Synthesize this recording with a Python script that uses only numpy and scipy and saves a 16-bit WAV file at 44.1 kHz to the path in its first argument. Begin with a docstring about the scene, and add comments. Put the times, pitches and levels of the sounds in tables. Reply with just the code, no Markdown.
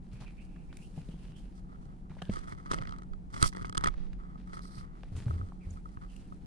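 """Soft paws thud and scuff on carpet as a kitten chases a feather boa: claws snag the loops and the
boa zips over the ribs of the weave. It is all heard from a small camera held at floor level.
The kitten comes right up to it: fur and whiskers tap and rub the case, rasp over the microphone
ports and shove the camera in the hand. Then feathers rustle and the paws thud on.
Under it all the house hums."""
import sys
import numpy as np
from scipy import signal
from scipy.fft import rfft, irfft, next_fast_len
from scipy.io import wavfile

SR = 44100
rng = np.random.default_rng(int(sys.argv[2]) if len(sys.argv) > 2 else 0)


def unload_wav(signal):
    """Save mono or channel-first audio to the path in sys.argv[1] as 16-bit WAV at rate SR, clipped to [-1, 1]."""
    wavfile.write(
        sys.argv[1],
        SR,
        np.round(np.clip(np.atleast_2d(signal).T, -1, 1) * 32767).astype(np.int16),
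    )


N = 284896
TIME = np.arange(N) / SR
ANTIPHASE = np.array([[1], [-1]])  # left and right in opposite polarity

# Levels in the tables are relative: each layer adds its own gain.
# Fur and whiskers tapping the case. Each row: start in seconds, knock level in dB, tick level in dB,
# tilt of the tick in dB per octave.
CASE_TAPS = [(2.2225, -46, -59, 4.5), (2.3395, -46, -56.5, 0.5), (2.3675, -33.5, -69.5, -1.5),
             (2.495, -46, -60, 9), (2.5215, -44, -71, -0.5), (2.6589, -42.5, -65, 0.5),
             (2.7138, -25, -60.5, 3), (2.7158, -41, -41, -2), (2.7328, -47.5, -64.5, 7),
             (2.778, -43.5, -64.5, -6), (2.7862, -35.5, -50, -21), (2.815, -42, -59.5, -2),
             (2.835, -46, -64, -4), (2.853, -45, -62, -8.5), (2.873, -45, -55, -11),
             (2.8925, -37, -55.5, -8.5), (2.909, -48, -62.5, -3), (2.923, -40.5, -56, -11),
             (2.937, -42.5, -72.5, -4), (2.985, -46.5, -61.5, -3), (3.02, -46, -68.5, -2),
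             (3.033, -52.5, -68, -1.5), (3.134, -46, -66, -7), (3.364, -35.5, -57.5, -2),
             (3.4167, -41, -47.5, -3.5), (3.4268, -22.5, -23.5, 0.5), (3.4283, -25, -28, 2),
             (3.4395, -25.5, -46, -7), (3.4455, -36, -39.5, 0.5), (3.4595, -35.5, -52, -4),
             (3.527, -43.5, -62, -4), (3.534, -51, -59, 0), (3.549, -39, -64.5, 7), (3.564, -51.5, -55, -1),
             (3.569, -36.5, -57.5, 0), (3.58, -45, -63, 6.5), (3.603, -49.5, -68, 0),
             (3.612, -39.5, -66.5, -2), (3.619, -34.5, -61, 0), (3.626, -40.5, -59.5, 0),
             (3.646, -34.5, -70, -5), (3.654, -49, -52.5, -5.5), (3.66, -45.5, -59.5, 1),
             (3.669, -42.5, -64, -3), (3.6955, -36.5, -51.5, 0.5), (3.726, -40.5, -54.5, -2),
             (3.749, -37, -51.5, -1), (3.7527, -39, -53, 0), (3.7718, -28, -44.5, -2.5),
             (3.778, -27, -30.5, -3), (3.8101, -40, -55.5, 0), (3.8385, -28, -43.5, -8),
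             (3.843, -25.5, -37, -1.5), (3.859, -27, -52, -4), (3.87, -28, -46, -3),
             (3.874, -28, -39.5, -3.5), (3.8842, -28.5, -51.5, -8), (3.94, -46, -70, 1),
             (4.538, -46, -64.5, -2), (4.653, -48.5, -62.5, 3.5)]
# Soft pads knocking on the case. Each row: start in seconds, level in dB.
PAD_KNOCKS = [(1.728, -50), (2.7168, -30), (4.356, -44), (4.506, -53), (4.604, -50), (5.308, -38),
              (5.412, -40.5), (5.856, -43.5), (5.9715, -37.5), (6.322, -42)]
# Fur and fingers sliding on the case. Each row: start and length in seconds, ring and hiss levels in dB.
CASE_RUBS = [(1.55, 0.036, -68, -67), (1.68, 0.071, -62, -81), (1.8, 0.13, -65.5, -90),
             (1.81, 0.047, -84, -70), (2.3, 0.1, -52, -58.5), (2.4, 0.059, -51.5, -67),
             (2.47, 0.057, -46.5, -60), (2.56, 0.27, -55.5, -70), (2.708, 0.029, -38, -46.5),
             (2.755, 0.026, -57, -68.5), (2.8, 0.19, -57.5, -77), (3.3, 0.029, -65, -73),
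             (3.325, 0.13, -44, -54), (3.408, 0.035, -35.5, -43), (3.445, 0.021, -49.5, -40.5),
             (3.525, 0.16, -54.5, -69), (3.74, 0.1, -54, -75), (3.845, 0.034, -39, -55.5),
             (4.0, 0.055, -62.5, -76.5), (4.18, 0.21, -61.5, -83.5), (4.45, 0.32, -60, -72),
             (4.515, 0.07, -51, -64), (4.63, 0.026, -57, -66), (4.76, 0.074, -55.5, -71),
             (4.83, 0.15, -62.5, -89.5), (5.3, 0.18, -63, -72), (5.52, 0.18, -73.5, -78),
             (5.755, 0.028, -59.5, -76), (5.85, 0.083, -69, -74), (6.008, 0.04, -55.5, -73),
             (6.07, 0.14, -74.5, -72)]
# The kitten shoving the camera. Each row: start in seconds, level in dB, pitch in Hz,
# seconds to die away by 60 dB.
CAMERA_SHOVES = [(2.31, -30.5, 27, 0.8), (2.76, -32, 29.7, 1), (3.11, -25.5, 23, 0.27),
                 (3.4275, -5.5, 112, 0.03), (3.441, -14, 115, 0.026), (3.457, -17.5, 27.5, 0.12),
                 (3.778, -31, 36.7, 0.57), (3.843, -21, 36.3, 0.068), (3.876, -20, 26.96, 0.22),
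                 (3.97, -26, 20.7, 1)]
# Fur crossing the microphone ports. Each row: start and length in seconds, level in dB.
PORT_SWEEPS = [(3.324, 0.083, -63.5), (3.403, 0.021, -46.5), (3.438, .019, -42), (3.459, 0.019, -36.5),
               (3.484, 0.0093, -44.5)]
# Paws landing on carpeted floorboards. Each row: start in seconds, level in dB, pitch in Hz.
PAW_LANDINGS = [(.134, -35.5, 122.6), (0.211, -38.5, 137), (0.558, -37, 170.5), (.976, -27.5, 162),
                (1.089, -32, 171), (1.139, -34.5, 165), (1.296, -34.5, 163), (1.86, -37.5, 146),
                (2.102, -36, 159), (2.222, -34, 165), (2.29, -30.5, 88.3), (2.2936, -22.5, 197.5),
                (2.736, -31.5, 166), (2.803, -31.5, 121.6), (3.425, -31.5, 153), (3.838, -33, 186.6),
                (4.003, -39, 163), (4.772, -36.5, 117), (5.119, -32.5, 100), (5.151, -29, 83.6),
                (5.177, -33.5, 115), (5.221, -39, 132), (5.264, -21, 114.5), (5.296, -25, 77.5),
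                (5.335, -28, 88.2), (5.359, -30, 84.9), (5.397, -28.5, 87), (5.429, -30, 90.8),
                (5.667, -32, 83.2), (5.713, -36, 80.9)]
# Claws, pads and feathers catching in the carpet. Each row: start in seconds, level in dB, pitch in Hz,
# width in octaves, length in seconds.
CARPET_SNAGS = [(.13, -61, 5500, 1.5, 0.02), (.203, -55, 3000, 1.1, 0.019), (.21, -52, 926, 0.59, 0.035),
                (.222, -53.5, 750, 0.78, 0.0037), (.56, -57.5, 1105, 0.95, 0.008),
                (.727, -52, 1495, 0.97, 0.0036), (.768, -54.5, 2056, 0.64, 0.0057),
                (.77, -50, 7670, 1.1, 0.0017), (.976, -50, 659, 0.35, 0.01), (1.087, -48, 330, .7, 0.008),
                (1.087, -60.5, 2690, 0.6, .004), (1.14, -50.5, 363, 0.62, 0.0055),
                (2.096, -60, 1110, 1.3, 0.0059), (2.116, -52.5, 860, 0.33, 0.0022),
                (2.168, -49.5, 663, 0.32, 0.0028), (2.104, -56, 1300, 1.1, 0.018),
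                (2.183, -53, 1696, 0.9, 0.023), (2.218, -38.5, 520, 1.5, 0.0053),
                (2.22, -45, 1620, 0.16, .003), (2.221, -44, 3140, 0.37, 0.0025),
                (2.253, -54.5, 2990, 0.57, 0.0017), (2.284, -61.5, 3200, .5, .0015),
                (2.294, -35, 394, 0.6, 0.006), (2.296, -49, 2300, 0.83, 0.0071),
                (2.705, -50, 1420, 1.4, 0.0064), (2.712, -39, 400, 0.52, 0.009),
                (2.7328, -41.5, 2600, 0.68, 0.0018), (2.733, -37, 481, 0.66, 0.0036),
                (4.131, -54.5, 1510, 1.04, 0.003), (4.78, -55.5, 2540, 1.3, 0.025),
                (5.028, -71, 3300, .6, 0.0012), (5.033, -53, 1880, 0.96, 0.0018),
                (5.033, -47.5, 560, 1, 0.0044), (5.16, -51.5, 7420, 0.49, 0.046),
                (5.221, -56.5, 1510, 0.99, .005), (5.2805, -49.5, 1100, 0.74, 0.0035),
                (5.411, -64, 1800, .8, 0.0027), (5.52, -50, 952, 0.35, .004), (5.971, -61, 1800, .6, .002),
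                (5.705, -54, 6790, .2, 0.0092), (6.163, -56, 2730, 0.16, 0.0031),
                (6.164, -57.5, 5950, 1.3, 0.0026)]
# Paws and toy scuffing the carpet. Each row: start and length in seconds, body and treble levels in dB.
CARPET_SCUFFS = [(0, 0.13, -76, -79), (.105, 0.067, -63, -72.5), (.19, 0.038, -57.5, -67),
                 (.255, 0.12, -73.5, -76), (.385, 0.07, -74.5, -72.5), (.46, 0.26, -76.5, -78.5),
                 (.71, 0.055, -69.5, -73.5), (.785, 0.086, -82, -67), (.87, 0.12, -70, -72.5),
                 (.95, 0.051, -63.5, -67), (1.02, .12, -68.5, -71), (1.15, 0.15, -65.5, -71.5),
                 (1.35, 0.045, -68, -66.5), (1.4, 0.06, -70, -77.5), (1.47, 0.11, -75, -77),
                 (1.6, 0.4, -79, -83.5), (2.095, 0.1, -68, -77), (2.215, 0.025, -74, -66.5),
                 (2.28, 0.16, -65, -75.5), (3.88, 0.15, -64, -91.5), (4.04, 0.098, -73.5, -92),
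                 (4.365, 0.043, -66, -81), (4.49, 0.1, -73.5, -77), (4.6, 0.24, -72.5, -77.5),
                 (4.91, 0.19, -71.5, -79), (5.1, 0.12, -63, -70), (5.148, 0.046, -58, -64),
                 (5.205, 0.11, -63.5, -67.5), (5.315, 0.2, -77.5, -77.5), (5.62, 0.065, -72, -74.5),
                 (5.688, 0.053, -70.5, -66.5), (5.735, 0.42, -79.5, -79), (6.1, 0.048, -71, -69),
                 (6.175, 0.082, -69, -73), (6.25, 0.12, -74.5, -76.5), (6.38, 0.11, -75, -79)]
# Tugs on the boa. Each row: start and length in seconds, opening pitch in Hz, glide in Hz per second,
# level in dB.
BOA_TUGS = [(0.106, 0.087, 2450, 3, -64), (.195, 0.068, 2480, 0.5, -64), (0.253, 0.026, 2477, -1200, -52),
            (0.365, 0.036, 2356, 4500, -54.5), (.45, 0.17, 2540, -4.5, -67),
            (0.685, 0.027, 2380, 3004, -60.5), (.765, 0.051, 2400, 2498.5, -63.5),
            (0.807, 0.022, 2570, 7000.5, -55.5), (0.939, 0.069, 2625, 0, -64),
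            (1.093, 0.031, 2950, 3500, -60.5), (1.172, 0.18, 2690, 1503, -67),
            (1.34, 0.025, 2950, 5003, -56.5), (1.41, 0.048, 2800, 0, -69), (5.593, 0.056, 2450, -3000, -62),
            (5.667, 0.13, 2290, 3, -73), (6.072, 0.063, 2910, -1500, -64), (6.225, 0.041, 2950, -2000, -75)]
# The kitten grabbing the feathers. Each row: start and length in seconds, level in dB.
FEATHER_GRABS = [(4.522, 0.029, -58), (4.61, 0.071, -57.5), (4.697, 0.11, -59)]
# Modes of the case. Each row: pitch and width in Hz, left and right levels in dB,
# phase lead of the left microphone in radians.
CASE_MODES = [(100, 74, 0.5, 1, 5), (372, 100, -8, -8.5, 3.0), (637, 380, -25, -15.5, 4),
              (1265, 100, 1.5, 1.5, 2.68), (1640, 260, -18, -17, -2.6), (2020, 390, -28, -16, 0.5),
              (3420, 470, -30, -23, 0.65), (4200, 320, -27, -22, 2.74), (4830, 830, -27, -20, -0.5),
              (5550, 350, -35, -21, 0.5), (6170, 450, -25.5, -21.5, 2.1), (7970, 500, -31.5, -18, 3.4),
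              (9380, 910, -33.5, -47.5, 3), (9630, 350, -26, -39.5, 5.5)]
# Resonances of the two microphone ports. Each row: pitch and width in Hz, level in dB.
LEFT_PORT_MODES = [(4400, 600, -4.5), (6400, 350, -1), (9600, 260, 8), (10200, 330, -6), (13930, 1100, -4)]
RIGHT_PORT_MODES = [(4800, 540, 1), (5500, 440, 10), (7460, 600, 5.5), (8200, 380, 1), (10600, 740, -5.5),
                    (12800, 2000, -18)]
# The hum of the house. Each row: pitch in Hz, level in dB.
HOUSE_HUM = [(42.5, -53), (184, -55)]
# EQ curves. Each row: frequency in Hz, gain in dB.
SCUFF_BODY_EQ = [(150, -14.5), (400, 6.5), (800, -1.5), (1300, -0.5), (2300, -2.5), (4200, -7), (6000, -14),
                 (9000, -32.5)]  # the midrange of carpet friction
SCUFF_TREBLE_EQ = [(2500, -15.5), (4500, -1.5), (6000, -5), (9700, -2.5), (12000, -8.5), (15000, -13.5)]  # its fizzy top
FEATHER_EQ = [(1000, -24), (2900, -20.5), (4200, 3.5), (5200, 1.5), (6200, -7), (7300, -16.5), (8250, 0),
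              (9100, -9), (10400, -3.5), (14000, -17.5)]  # the airy colour of the feathers
AIR_EQ = [(12, -11.5), (22, 1), (42, 1), (60, -6.5), (110, -13), (150, -7), (190, -9.5), (240, -12.5),
          (310, -18), (600, -34.5), (790, -31), (1050, -42.5), (3000, -52.5), (9800, -60), (12000, -62)]  # the rumble of the room air
AIR_SIDE_EQ = [(20, -3), (45, -3), (110, -13), (200, -11), (380, -8.5), (700, 3), (1290, 8.5), (2400, 0.5),
               (4400, -5), (8000, 0)]  # its stereo width, side against mid
TREBLE_ROLLOFF_EQ = [(20, 0), (10200, -1.5), (11200, -11.5), (14300, -13.5), (15500, -17.5)]  # the treble falls away above 10 kHz


def whisker_taps(slip_s=0.00094, knock_slip=0.3, tick_slip=0.1, knock_gain_db=-0.5, tick_gain_db=-1.0):
    """Each tap flicks its own spot of the case, then slips briefly; the harder the tick, the quicker."""
    out, t = np.zeros((2, N)), TIME[:600]
    flick = t == 0
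    usual_db = np.median([row[2] for row in CASE_TAPS])
    for start, knock_db, tick_db, tilt in CASE_TAPS:
        grit = rng.standard_normal(len(t))
        ring, treble = case_response(spot_db=2.5 * rng.standard_normal(len(CASE_MODES)))
        age = t / (slip_s * undb(0.22 * (usual_db - tick_db)))
        slip = grit * age * np.exp(1 - age)
        knock = drive(flick + knock_slip * slip, ring)
        tick = colour(drive(flick + tick_slip * slip, treble), [(3000, -tilt), (12000, tilt)])
        add(out, start, hit(knock, knock_db + knock_gain_db) + hit(tick, tick_db + tick_gain_db))
    return out


def case_response(spot_db=0, split_hz=2600):
    """The case's stereo impulse response as low ring and treble; the spot touched favours some modes."""
    t = TIME[:2048]
    out = np.zeros((2, len(t)))
    weights = undb(spot_db) * np.ones(len(CASE_MODES))
    for (hz, width, left_db, right_db, lead), weight in zip(CASE_MODES, weights):
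        phase = 2 * np.pi * hz * t + np.array([[lead], [0]])
        out += weight * undb([[left_db], [right_db]]) * width * np.exp(-np.pi * width * t) * np.sin(phase)
    return cut(out, split_hz, "lowpass", order=4), cut(out, split_hz, "highpass", order=4)


def pad_knocks(rows, case_ring, soft_hz=1450, press_s=0.00092, creep=0.24):
    """A paw or fingertip presses and creeps a little, so only the case's low ring answers."""
    out, t = np.zeros((2, N)), TIME[:600]
    age = t / press_s
    for start, db in rows:
        force = (t == 0) + creep * rng.standard_normal(len(t)) * age * np.exp(1 - age)
        knock = cut(drive(force, case_ring), soft_hz, "lowpass", order=5)
        add(out, start, hit(knock, db))
    return out


def fur_rubs(case_ring, case_treble, ring_db=5, hiss_db=-1, loose_db=-8.5):
    """Hairs slip over the case and ring it; loose ones brush each microphone port directly."""
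    ring_level, hiss_level = strokes(CASE_RUBS, attack_s=0.0044, release_s=0.015, swell=0.07)
    force = fibres(spread_db=3.6, count=24000)
    ring = unit(drive(force, case_ring))
    loose = unit(cut(stereo_fibres(spread_db=1), [3000, 11000], "bandpass"))
    hiss = unit(unit(drive(force, case_treble)) + undb(loose_db) * loose)
    flutter = drift(90)
    return ring * ring_level * undb(ring_db + 3 * flutter) + hiss * hiss_level * undb(hiss_db + 2 * flutter)


def camera_rocking():
    """A shove rocks the camera in the hand: a deep bump, mostly right, with the left in antiphase."""
    return bumps(CAMERA_SHOVES, push_s=0.0011, rough=0.062, rough_hz=200) * np.array([[0.2], [-1]])


def port_sweeps(flutter_db=2):
    """Fur rasps over the two ports, rings each in its own way and lets go abruptly."""
    t = TIME[:1024]
    level = sum(undb(db) * stroke(start, length, attack_s=0.0023, release_s=0.0026)
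                for start, length, db in PORT_SWEEPS)
    rasps = []
    for modes in (LEFT_PORT_MODES, RIGHT_PORT_MODES):
        ring = sum(undb(db) * width * np.exp(-np.pi * width * t) * np.cos(2 * np.pi * hz * t)
                   for hz, width, db in modes)
        rasps.append(drive(fibres(spread_db=1, count=90000), ring[None])[0])
    return unit(np.array(rasps)) * level * undb(flutter_db * drift(250))


def paw_thuds(ring_cycles=14.5, gain_db=1.5):
    """Each landing sets a floorboard swinging; it dies away by 60 dB over ring_cycles swings."""
    landings = [(start, db, hz, ring_cycles / hz) for start, db, hz in PAW_LANDINGS]
    return undb(gain_db) * bumps(landings, push_s=0.0012, rough=0.14, rough_hz=261)


def carpet_snags(gain_db=-4, rise_s=0.00068, room_db=-27, room_s=0.12, skirt=2.75):
    """A claw, pad or feather catches in the yarn: a short rasp with a faint tail from the room."""
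    out, t = np.zeros((2, N)), TIME[:4096]
    bins = np.maximum(np.fft.rfftfreq(len(t), 1 / SR), 1)
    mid, side = rng.standard_normal((len(CARPET_SNAGS) * len(t), 2)).T
    grits = airborne(mid, side, alike_hz=4980).reshape(2, -1, len(t))
    for k, (start, db, hz, octaves, length) in enumerate(CARPET_SNAGS):
        band = (1 + (np.log2(bins / hz) / octaves) ** 2 / skirt) ** -skirt
        rasp = irfft(rfft(grits[:, k]) * band)
        attack = 1 - np.exp(-t / rise_s)
        decay = np.exp(-(t / length) ** 2) + undb(room_db) * np.exp(-t / room_s)
        add(out, start, hit(rasp * attack * decay, db + gain_db))
    return out


def carpet_scuffs(flutter_db=1):
    """Pads and feathers drag through the pile in uneven little slips."""
    body_level, treble_level = strokes(CARPET_SCUFFS, attack_s=0.0057, release_s=0.044, swell=0.31)
    flutter = undb(flutter_db * drift(80))
    slips = airborne(fibres(spread_db=2.8, count=16000), fibres(spread_db=2.5), alike_hz=5010)
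    body = unit(colour(slips, SCUFF_BODY_EQ))
    treble = unit(colour(stereo_fibres(spread_db=1), SCUFF_TREBLE_EQ))
    return (body * body_level + treble * treble_level) * flutter


def boa_zips(half_width_hz=230, gain_db=-7.5, pan_right_db=4, stereo_width=0.67):
    """Strands skip over the carpet's ribs: a narrow band of noise that holds or glides with each tug."""
    out = np.zeros((2, N))
    strands = cut(rng.standard_normal((2, 2, N)), half_width_hz, "lowpass")
    attack_s, release_s = 0.027, 0.031
    for start, length, hz, glide, db in BOA_TUGS:
        envelope = stroke(start, length, attack_s, release_s)
        on = np.flatnonzero(envelope)
        pitch = hz + glide * np.minimum(TIME[on] - start, length + release_s)
        phase = 2 * np.pi * np.cumsum(pitch) / SR
        mid, side = unit(strands[0][:, on] * np.cos(phase) + strands[1][:, on] * np.sin(phase))
        add(out, start, (mid + stereo_width * side * ANTIPHASE) * envelope[on] * undb(db + gain_db))
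    return out * undb([[-pan_right_db / 2], [pan_right_db / 2]])


def feather_rustles(left_db=-6, flutter_db=2):
    """Fine feathers slide over each other in airy swells."""
    level = sum(undb(db) * stroke(start, length, attack_s=0.018, release_s=0.015)
                for start, length, db in FEATHER_GRABS)
    barbs = unit(colour(stereo_fibres(spread_db=2), FEATHER_EQ))
    return barbs * level * undb(flutter_db * drift(60)) * undb([[left_db], [0]])


def grip_shifts(count=45, from_s=0.97, level_db=-62, scatter_db=1.5):
    """The hand shifts its grip in faint random taps. Each row: start in seconds, level in dB."""
    starts = rng.uniform(from_s, TIME[-1], count)
    return list(zip(starts, level_db + scatter_db * rng.standard_normal(count)))


def room_tone(air_db=-47.5, waver_db=2, wander_rad=0.92):
    """The bed: ventilation rumble with two wavering hum lines."""
    mid, side = colour(rng.standard_normal((2, N)), AIR_EQ)
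    air = (mid + colour(side, AIR_SIDE_EQ) * ANTIPHASE) / np.std(mid)
    bed = air * undb(air_db + 0.47 * drift(3.057))
    for hz, db in HOUSE_HUM:
        level = np.sqrt(2) * undb(db + waver_db * drift(6.2))
        bed += level * np.sin(2 * np.pi * hz * TIME + wander_rad * drift(8.1))
    return bed


def bumps(rows, push_s, rough, rough_hz):
    """Soft pushes that each set a heavy body swinging, with a dull rustle in the swing."""
    out, t = np.zeros((2, N)), TIME[:SR // 2]
    rustle = unit(cut(rng.standard_normal((2, 2 * SR)), rough_hz, "lowpass"))
    for (start, db, hz, t60), i in zip(rows, rng.integers(0, SR, len(rows))):
        swing = np.sin(2 * np.pi * hz * t) + rough * rustle[:, i:i + len(t)]
        envelope = (1 - np.exp(-t / push_s)) * np.exp(-np.log(1000) * t / t60)
        add(out, start, swing * envelope * undb(db))
    return out


def fibres(spread_db, count=30000):
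    """Fibres slipping one by one: tiny random clicks, a few louder than the rest."""
    sizes = undb(spread_db * np.minimum(rng.exponential(size=count), 5)) * rng.standard_normal(count)
    return unit(np.bincount(rng.integers(0, N, count), sizes, N))


def stereo_fibres(spread_db):
    """A separate fibre crackle for each microphone."""
    return np.array([fibres(spread_db) for _ in range(2)])


def stroke(start, length, attack_s, release_s):
    """Envelope of a sliding contact: it swells, holds to the end of its length and dies away."""
    out = np.zeros(N)
    i, j = int(max(start, 0) * SR), int((start + length + 8 * release_s) * SR)
    t = TIME[i:j] - start
    attack = np.sin(np.pi / 2 * np.clip(t / attack_s, 0, 1)) ** 2
    out[i:j] = attack * np.exp(-np.maximum(t - length, 0) / release_s)
    return out


def strokes(rows, attack_s, release_s, swell):
    """Low-band and high-band envelopes for a table of strokes; longer strokes swell more slowly."""
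    low, high = np.zeros(N), np.zeros(N)
    for start, length, low_db, high_db in rows:
        power = stroke(start, length, attack_s + swell * length, release_s) ** 2
        low += power * undb(low_db) ** 2
        high += power * undb(high_db) ** 2
    return np.sqrt(low), np.sqrt(high)


def airborne(mid, side, alike_hz):
    """Sound through the air: alike at both microphones in the bass, wide in the treble."""
    return mid + cut(side, alike_hz, "highpass", order=1) * ANTIPHASE


def drift(rate_hz):
    """Smooth random modulation at rms 1."""
    steps = rng.standard_normal(2048)
    return unit(np.interp(TIME * rate_hz, np.arange(len(steps)), steps))


def drive(force, response):
    """Play a force through each channel of an impulse response."""
    return signal.oaconvolve(force[None].astype(np.float32), response.astype(np.float32), axes=-1)[:, :N]


def colour(x, curve):
    """Apply an EQ curve of (Hz, dB) points."""
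    hz, db = np.transpose(curve)
    size = 2 * next_fast_len(x.shape[-1] // 2 + 1, real=True)
    bins = np.maximum(np.fft.rfftfreq(size, 1 / SR), 1)
    gain = undb(np.interp(np.log(bins), np.log(hz), db)).astype(np.float32)
    return irfft(rfft(x.astype(np.float32), size) * gain, size)[..., :x.shape[-1]]


def cut(x, hz, kind, order=2):
    """Butterworth filter."""
    return signal.sosfilt(signal.butter(order, hz, kind, fs=SR, output="sos"), x + 1e-18)


def hit(x, db):
    """Scale a one-shot so that its energy, spread over 10 ms, has this level."""
    energy = np.mean(np.sum(x ** 2, axis=-1))
    return x * undb(db) / np.sqrt(energy / (SR / 100) + 1e-30)


def add(out, start, x):
    """Mix in a stereo one-shot at start seconds."""
    i = max(int(start * SR), 0)
    out[:, i:i + x.shape[-1]] += x[:, :N - i]


def unit(x):
    """Scale to rms 1."""
    return x / np.sqrt(np.mean(x ** 2) + 1e-30)


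def undb(db):
    """Decibels to gain."""
    return np.exp(np.asarray(db) * (np.log(10) / 20))


def scene():
    """The mix: close contact with the camera, the chase on the carpet and the room tone."""
    case_ring, case_treble = case_response()
    chase = paw_thuds()
    contact = camera_rocking() + whisker_taps()
    contact += pad_knocks(PAD_KNOCKS + grip_shifts(), case_ring) + port_sweeps()
    chase += feather_rustles()
    contact += fur_rubs(case_ring, case_treble)
    chase += carpet_scuffs() + boa_zips() + carpet_snags()
    return contact + chase + room_tone()


def record(dry):
    """The high treble is dulled, and a steep low-pass cuts the top at 16 kHz."""
    top_cut = signal.ellip(8, 0.2, 70, 16000, fs=SR, output="sos")
    return signal.sosfilt(top_cut, colour(dry, TREBLE_ROLLOFF_EQ))


dry = scene()
out = record(dry)
unload_wav(out)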